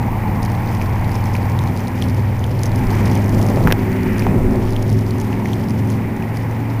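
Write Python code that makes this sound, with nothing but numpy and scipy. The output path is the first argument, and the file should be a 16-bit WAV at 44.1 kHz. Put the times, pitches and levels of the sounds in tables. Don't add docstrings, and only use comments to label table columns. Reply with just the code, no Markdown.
import sys
import numpy as np
from scipy import signal
from scipy.fft import rfft, irfft, next_fast_len
from scipy.io import wavfile
from scipy.ndimage import uniform_filter1d

SR = 44100
rng = np.random.default_rng(int(sys.argv[2]) if len(sys.argv) > 2 else 0)


def generate_wav(signal):
    frames = np.transpose(np.atleast_2d(signal))
    scaled = np.clip(frames, -1, 1) * 32767
    pcm = np.round(scaled).astype(np.int16)
    wavfile.write(sys.argv[1], SR, pcm)


N = 299880

# t/s, soil level/dB, splatter level/dB, mist level/dB
SPRAY_LEVELS = [(0, -28, -37, -53), (.8, -30, -36, -48), (1.6, -30, -38, -47.5), (1.95, -34.5, -37, -47.5),
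                (2.5, -36, -41, -48.5), (3.0, -29, -32.5, -43), (3.3, -33, -37, -43.5),
                (3.62, -31.5, -37, -43.5), (3.82, -33.5, -35.5, -49), (4.2, -36, -32, -45.5),
                (4.37, -34.5, -39.5, -57), (4.65, -33, -38.5, -47), (4.95, -40.5, -41.5, -47),
                (5.35, -32, -38.5, -51), (5.6, -35.5, -40.5, -47), (6.15, -36, -38.5, -55.5),
                (6.8, -34.5, -38, -50)]
# f/Hz, level/dB
SOIL_SPECTRUM = [(350, -34.5), (620, -13), (800, -1.5), (920, -1.5), (1110, -9), (1400, -29.5),
                 (2500, -47.5)]
SPLATTER_SPECTRUM = [(700, -22), (1250, -5), (1550, -5), (1900, 0), (2300, -1.5), (2800, -11), (3700, -30),
                     (6000, -57.5)]
MIST_SPECTRUM = [(2000, -14), (3000, 3), (3900, -5.5), (5200, 0), (6400, -3.5), (7800, -8.5), (10200, -5.5),
                 (12200, -4), (13700, -4), (15500, -14)]
SPLASH_SPECTRUM = [(2000, -8), (3500, -5.5), (4800, -1.5), (6300, 2.5), (7800, -7.5), (10000, 1.5),
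                   (11800, -4), (13200, -14), (15500, -22.5)]
# t/s, peak level/dB, pitch f/Hz
BIG_DROPS = [(0.429, -23, 4800), (.5, -33, 4700), (.75, -29, 4990), (.815, -19.5, 2360), (.860, -30, 4320),
             (1.155, -27, 5290), (1.257, -27, 5610), (1.352, -15, 2330), (1.365, -26, 4570),
             (1.590, -21.5, 3660), (1.774, -23.5, 4880), (1.873, -27, 3990), (2.023, -16, 3280),
             (2.441, -20.5, 3180), (2.634, -15.5, 6170), (2.657, -24, 6100), (2.759, -25.5, 5210),
             (3.153, -24, 6220), (3.428, -22, 5300), (4.194, -22.5, 4840), (4.222, -20, 2350),
             (4.706, -28, 5200), (4.764, -19.5, 3250), (4.88, -34, 5490), (5.108, -23, 4400),
             (5.214, -27, 6370), (5.329, -24.5, 2700), (5.457, -18, 2070), (5.533, -18.5, 3330),
             (5.686, -29, 4993), (5.908, -30, 6024), (6.224, -23, 2420), (6.371, -26.5, 5050)]
# t/s, level/dB, contact brightness f/Hz
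CAN_KNOCKS = [(3.5058, -12, 705), (3.5728, -6, 570), (3.6727, -15, 1000), (3.674, -1, 1390),
              (3.682, -9.5, 1150), (3.705, -12, 1700), (3.713, -8, 1760), (3.724, -1, 3050),
              (3.7259, -9, 1890), (3.7922, -4.5, 217), (4.268, -6.5, 804), (4.346, -15, 450),
              (4.5545, -13, 580)]
# f/Hz, t60/s, level/dB
KNOCK_MODES = [(520, 0.006, -2.5), (880, 0.0048, -2), (1610, 0.0078, -2.5), (2380, 0.018, -10),
               (3750, 0.0026, -17), (5460, 0.01, -3), (10450, 0.0065, 10), (13000, 0.014, 10)]
# t/s, level/dB
JET_LEVELS = [(0, -50), (1.6, -50), (2.45, -59), (2.9, -49.5), (4.25, -47.5), (4.45, -61), (6.8, -72)]
# f/Hz, level/dB
JET_SPECTRUM = [(9000, -18), (12500, -7), (13900, -5), (14700, 2), (15300, -5), (16000, -16)]
# t/s, rate of working cycles f/Hz
CYCLE_RATE = [(0, 18.58), (.7, 18.96), (1.4, 19.51), (2.1, 19.89), (2.8, 20.4), (4.2, 21.05), (4.9, 21.35),
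              (5.6, 21.75), (6.2, 22.05), (6.8, 22.53)]
# multiple of the cycle rate, level/dB at low speed, level/dB at high speed
HARMONICS = [(3, -35.5, -48), (4, -32, -32.5), (5, -24, -20.5), (6, -22.5, -33), (7, -32.5, -34.5),
             (8, -43.5, -33), (9, -28.5, -31.5), (10, -49, -29), (11, -31.5, -40), (12, -37, -30.5),
             (13, -34.5, -35.5), (14, -48, -46), (16, -44, -41.5), (17, -44, -37), (18, -43, -42.5),
             (19, -47, -43)]
# t/s, level/dB
BOOM_LEVELS = [(0, -19.5), (.6, -21), (1.65, -15), (1.88, -22), (2.06, -14), (2.65, -15.5), (2.87, -19),
               (3.08, -13.5), (3.3, -18), (3.58, -14), (3.78, -21.5), (4.2, -20), (4.95, -14.5), (5.3, -21),
               (5.8, -18), (6.35, -20.5), (6.55, -18.5), (6.8, -20)]
OVERTONE_LEVELS = [(0, -21), (1.5, -23.5), (2.05, -19.5), (2.3, -28), (2.65, -27), (2.87, -18),
                   (4.55, -17.5), (4.75, -24), (5.1, -20), (5.85, -19), (6.25, -24), (6.8, -26)]
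# f/Hz, level/dB
ROAR_SPECTRUM = [(40, -48), (75, 5.5), (110, 11), (165, 1), (240, 3.5), (340, -2), (480, -15.5), (900, -41)]
# t/s, rise/s, fall/s, level/dB
AIR_GUSTS = [(.25, 0.36, 0.25, -26.5), (1.051, 0.36, 0.35, -26), (2.37, 0.068, 0.067, -28),
             (2.88, 0.11, .12, -20), (3.331, .05, 0.078, -24), (3.69, 0.17, 0.048, -16),
             (4.45, 0.27, 0.31, -20)]
GRIP_SURGES = [(3.70, 0.61, 0.029, -24.5), (4.28, 0.065, 0.38, -26.5)]
# f/Hz, level/dB
BUFFET_SPECTRUM = [(7, -12), (20, 14.5), (40, 10.5), (70, 5.5), (130, 2.5), (300, -48.5)]
RUB_SPECTRUM = [(60, -20.5), (130, 7), (230, 7), (380, -1.5), (480, -0.5), (640, -4), (900, -13),
                (1400, -21), (3000, -41.5)]
HISS_SPECTRUM = [(2000, 13.5), (5000, 2), (8000, -6.5), (11000, 2.5), (12600, 0.5), (13900, 6), (14700, 11),
                 (15200, 2), (16000, 2)]


def spray(splash_gain, flutter_db=2.5):
    soil_db, splatter_db, _ = curves(SPRAY_LEVELS)
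    soil = colour(impacts(per_s=6000, spread_db=2), SOIL_SPECTRUM)
    splatter = patter(1116, 3580, per_s=4500, spread_db=1.5, ring_s=0.00049)
    splatter = colour(splatter, SPLATTER_SPECTRUM)
    fizz = patter(2800, 12500, per_s=3200, spread_db=3.5, ring_s=0.00015, pitches=9)
    spurts = undb(flutter_db * wander(80))
    mist = level(colour(fizz * spurts, MIST_SPECTRUM), -1)
    return level(soil) * undb(soil_db) + level(splatter) * undb(splatter_db) + mist * splash_gain


def patter(low_hz, high_hz, per_s, spread_db, ring_s, pitches=7):
    out = np.zeros(N)
    for hz in np.geomspace(low_hz, high_hz, pitches):
        hits = impacts(per_s / pitches, spread_db)
        out += level(signal.oaconvolve(hits, damped_ring(hz, ring_s * hz))[:N])
    return out


def splashing(rise_s=.055, fall_s=.055, db_per_octave=4):
    mist_db = curves(SPRAY_LEVELS)[-1]
    flurries = [(s, rise_s, fall_s, -46 + db_per_octave * np.log2(hz / 5010)) for s, _, hz in BIG_DROPS]
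    return surges(mist_db, flurries)


def leaves(splash_gain, small_count=150, centre_hz=5100, spread_octaves=.39, spread_db=5, crowding=.8):
    out = np.zeros(N)
    cumulative = np.cumsum(splash_gain ** crowding)
    for when, pitch, size in rng.random((small_count, 3)):
        i = np.searchsorted(cumulative, when * cumulative[-1])
        hz = centre_hz * 2 ** (spread_octaves * (2 * pitch - 1))
        gain = splash_gain[i] * undb(16 + spread_db * (2 * size - 1))
        add(out, i / SR, gain * drop_hit(hz))
    for s, db, hz in BIG_DROPS:
        add(out, s, undb(db + 1.5) * drop_hit(hz))
    return out


def drop_hit(hz, rise_s=0.00082, splash_t60_s=0.0091):
    t = np.arange(SR // 40) / SR
    envelope = decay(t, splash_t60_s) * (1 - np.exp(-t / rise_s))
    burst = colour(rng.standard_normal(len(t)) * envelope, SPLASH_SPECTRUM)
    splash_share = 0.43 * (hz / 3300) ** 1.74
    sound = splash_share * unit_peak(burst)
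    add(sound, 0, damped_ring(hz, cycles=1.35)[:len(t)])
    return unit_peak(sound)


def knocks(contact_cycles=0.61, housing_hz=13900):
    out = np.zeros(N)
    t = np.arange(SR // 15) / SR
    middle_s = t[-1] / 2
    for s, db, bright_hz in CAN_KNOCKS:
        size, hardness = undb(db), bright_hz / 2000
        ring = np.zeros(len(t))
        for hz, t60, mode_db in KNOCK_MODES:
            gain = undb(mode_db) / (1 + (hz / bright_hz) ** 2)
            ring += gain * np.sin(2 * np.pi * hz * t) * decay(t, t60)
        add(out, s, size * np.sqrt(hardness) * unit_peak(ring))
        tick = undb(-14) * min(hardness, 1) ** 2 * damped_ring(housing_hz, cycles=6)
        add(out, s, size * tick)
        turns = (t - middle_s) * bright_hz
        push = -np.cos(2 * np.pi * turns) * np.exp(-np.abs(turns) / contact_cycles)
        add(out, s - middle_s, size * push)
    return out


def hollow_hum(hz=380, closest_s=4.47):
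    hum = signal.fftconvolve(noise(), damped_ring(hz, cycles=6))[:N]
    return level(hum, -25.5) * swell(closest_s, rise_s=1.22, fall_s=0.49)


def jets():
    hiss_db, = curves(JET_LEVELS)
    hiss = colour(impacts(per_s=1200, spread_db=5), JET_SPECTRUM)
    return level(hiss, -1) * undb(hiss_db)


def engine(slow_hz=18.9, fast_hz=21.4, waver_db=2, dispersion_rad=1.19):
    cycle_hz, = curves(CYCLE_RATE)
    boom_db, = curves(BOOM_LEVELS)
    overtone_db, = curves(OVERTONE_LEVELS)
    phase = 2 * np.pi * np.cumsum(cycle_hz) / SR
    fast_share = np.clip((cycle_hz - slow_hz) / (fast_hz - slow_hz), 0, 1)
    boom, overtones = np.zeros(N), np.zeros(N)
    for order, slow_db, fast_db in HARMONICS:
        gain = (1 - fast_share) * undb(slow_db) + fast_share * undb(fast_db)
        gain *= undb(waver_db * wander(8))
        line = gain * np.cos(order * phase - dispersion_rad * (order - 5) ** 2)
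        if order < 8:
            boom += line
        else:
            overtones += line
    roar = level(colour(noise(), ROAR_SPECTRUM), -6.5)
    return level(boom, -1) * undb(boom_db) + (level(overtones, -3.28) + roar) * undb(overtone_db)


def wind():
    buffet = level(colour(noise(), BUFFET_SPECTRUM), 2.7)
    return buffet * surges(-38, AIR_GUSTS)


def handling():
    slips = colour(impacts(per_s=1100, spread_db=3), RUB_SPECTRUM)
    return level(slips, 8) * surges(-35.5, GRIP_SURGES)


def impacts(per_s, spread_db):
    when, size, sign = rng.random((int(per_s * N / SR), 3)).T
    bell = np.log(size / (1 - size)) * np.sqrt(3) / np.pi
    out = np.zeros(N)
    out[(when * N).astype(int)] = undb(spread_db * np.minimum(bell, 2)) * np.sign(sign - .5)
    return out


def damped_ring(hz, cycles):
    turns = np.arange(int(SR * 8 * cycles / hz) + 8) * hz / SR
    return turns / cycles * np.exp(1 - turns / cycles) * np.sin(2 * np.pi * turns)


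def decay(t, t60):
    return np.exp(-np.log(1000) * t / t60)


def swell(s, rise_s, fall_s):
    t = np.arange(N) / SR - s
    return np.exp(np.minimum(t / rise_s, -t / fall_s))


def surges(rest_db, swells):
    power = sum((undb(db) * swell(s, rise, fall)) ** 2 for s, rise, fall, db in swells)
    return np.sqrt(undb(rest_db) ** 2 + power)


def colour(x, spectrum):
    size = next_fast_len(len(x) + 2048, True) // 2 * 2
    hz, db = np.transpose(spectrum)
    bin_hz = np.arange(size // 2 + 1) * SR / size
    gain = undb(np.interp(np.log(bin_hz + 1), np.log(hz), db))
    cepstrum = irfft(np.log(gain), size)
    cepstrum[1:size // 2] *= 2
    cepstrum[size // 2 + 1:] = 0
    return irfft(rfft(x, size) * np.exp(rfft(cepstrum)), size)[:len(x)]


def noise():
    return rng.standard_normal(N)


def wander(per_s):
    step = int(SR / per_s)
    held = np.repeat(rng.standard_normal(N // step + 1), step)
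    return level(uniform_filter1d(held, step)[:N])


def curves(table):
    s, *columns = np.transpose(table)
    return [np.interp(np.arange(N) / SR, s, column) for column in columns]


def undb(db):
    return 10 ** (np.asarray(db) / 20)


def level(x, db=0):
    return x * undb(db) / np.sqrt(np.mean(x ** 2))


def unit_peak(x):
    return x / np.abs(x).max()


def add(out, s, sound):
    i = max(int(s * SR), 0)
    out[i:i + len(sound)] += sound[:max(N - i, 0)]


def scene():
    splash_gain = splashing()
    background = engine() + wind() + handling() + hollow_hum()
    watering = jets() + spray(splash_gain) + leaves(splash_gain) + knocks()
    return (watering + background)[None]


def record(dry, hiss_db=-45, cutoff_hz=15450):
    hiss = level(colour(noise(), HISS_SPECTRUM), hiss_db)
    lowpass = signal.ellip(10, .2, 70, cutoff_hz, fs=SR, output="sos")
    return signal.sosfilt(lowpass, np.clip(dry + hiss, -1, 1))


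dry = scene()
out = record(dry)
generate_wav(out)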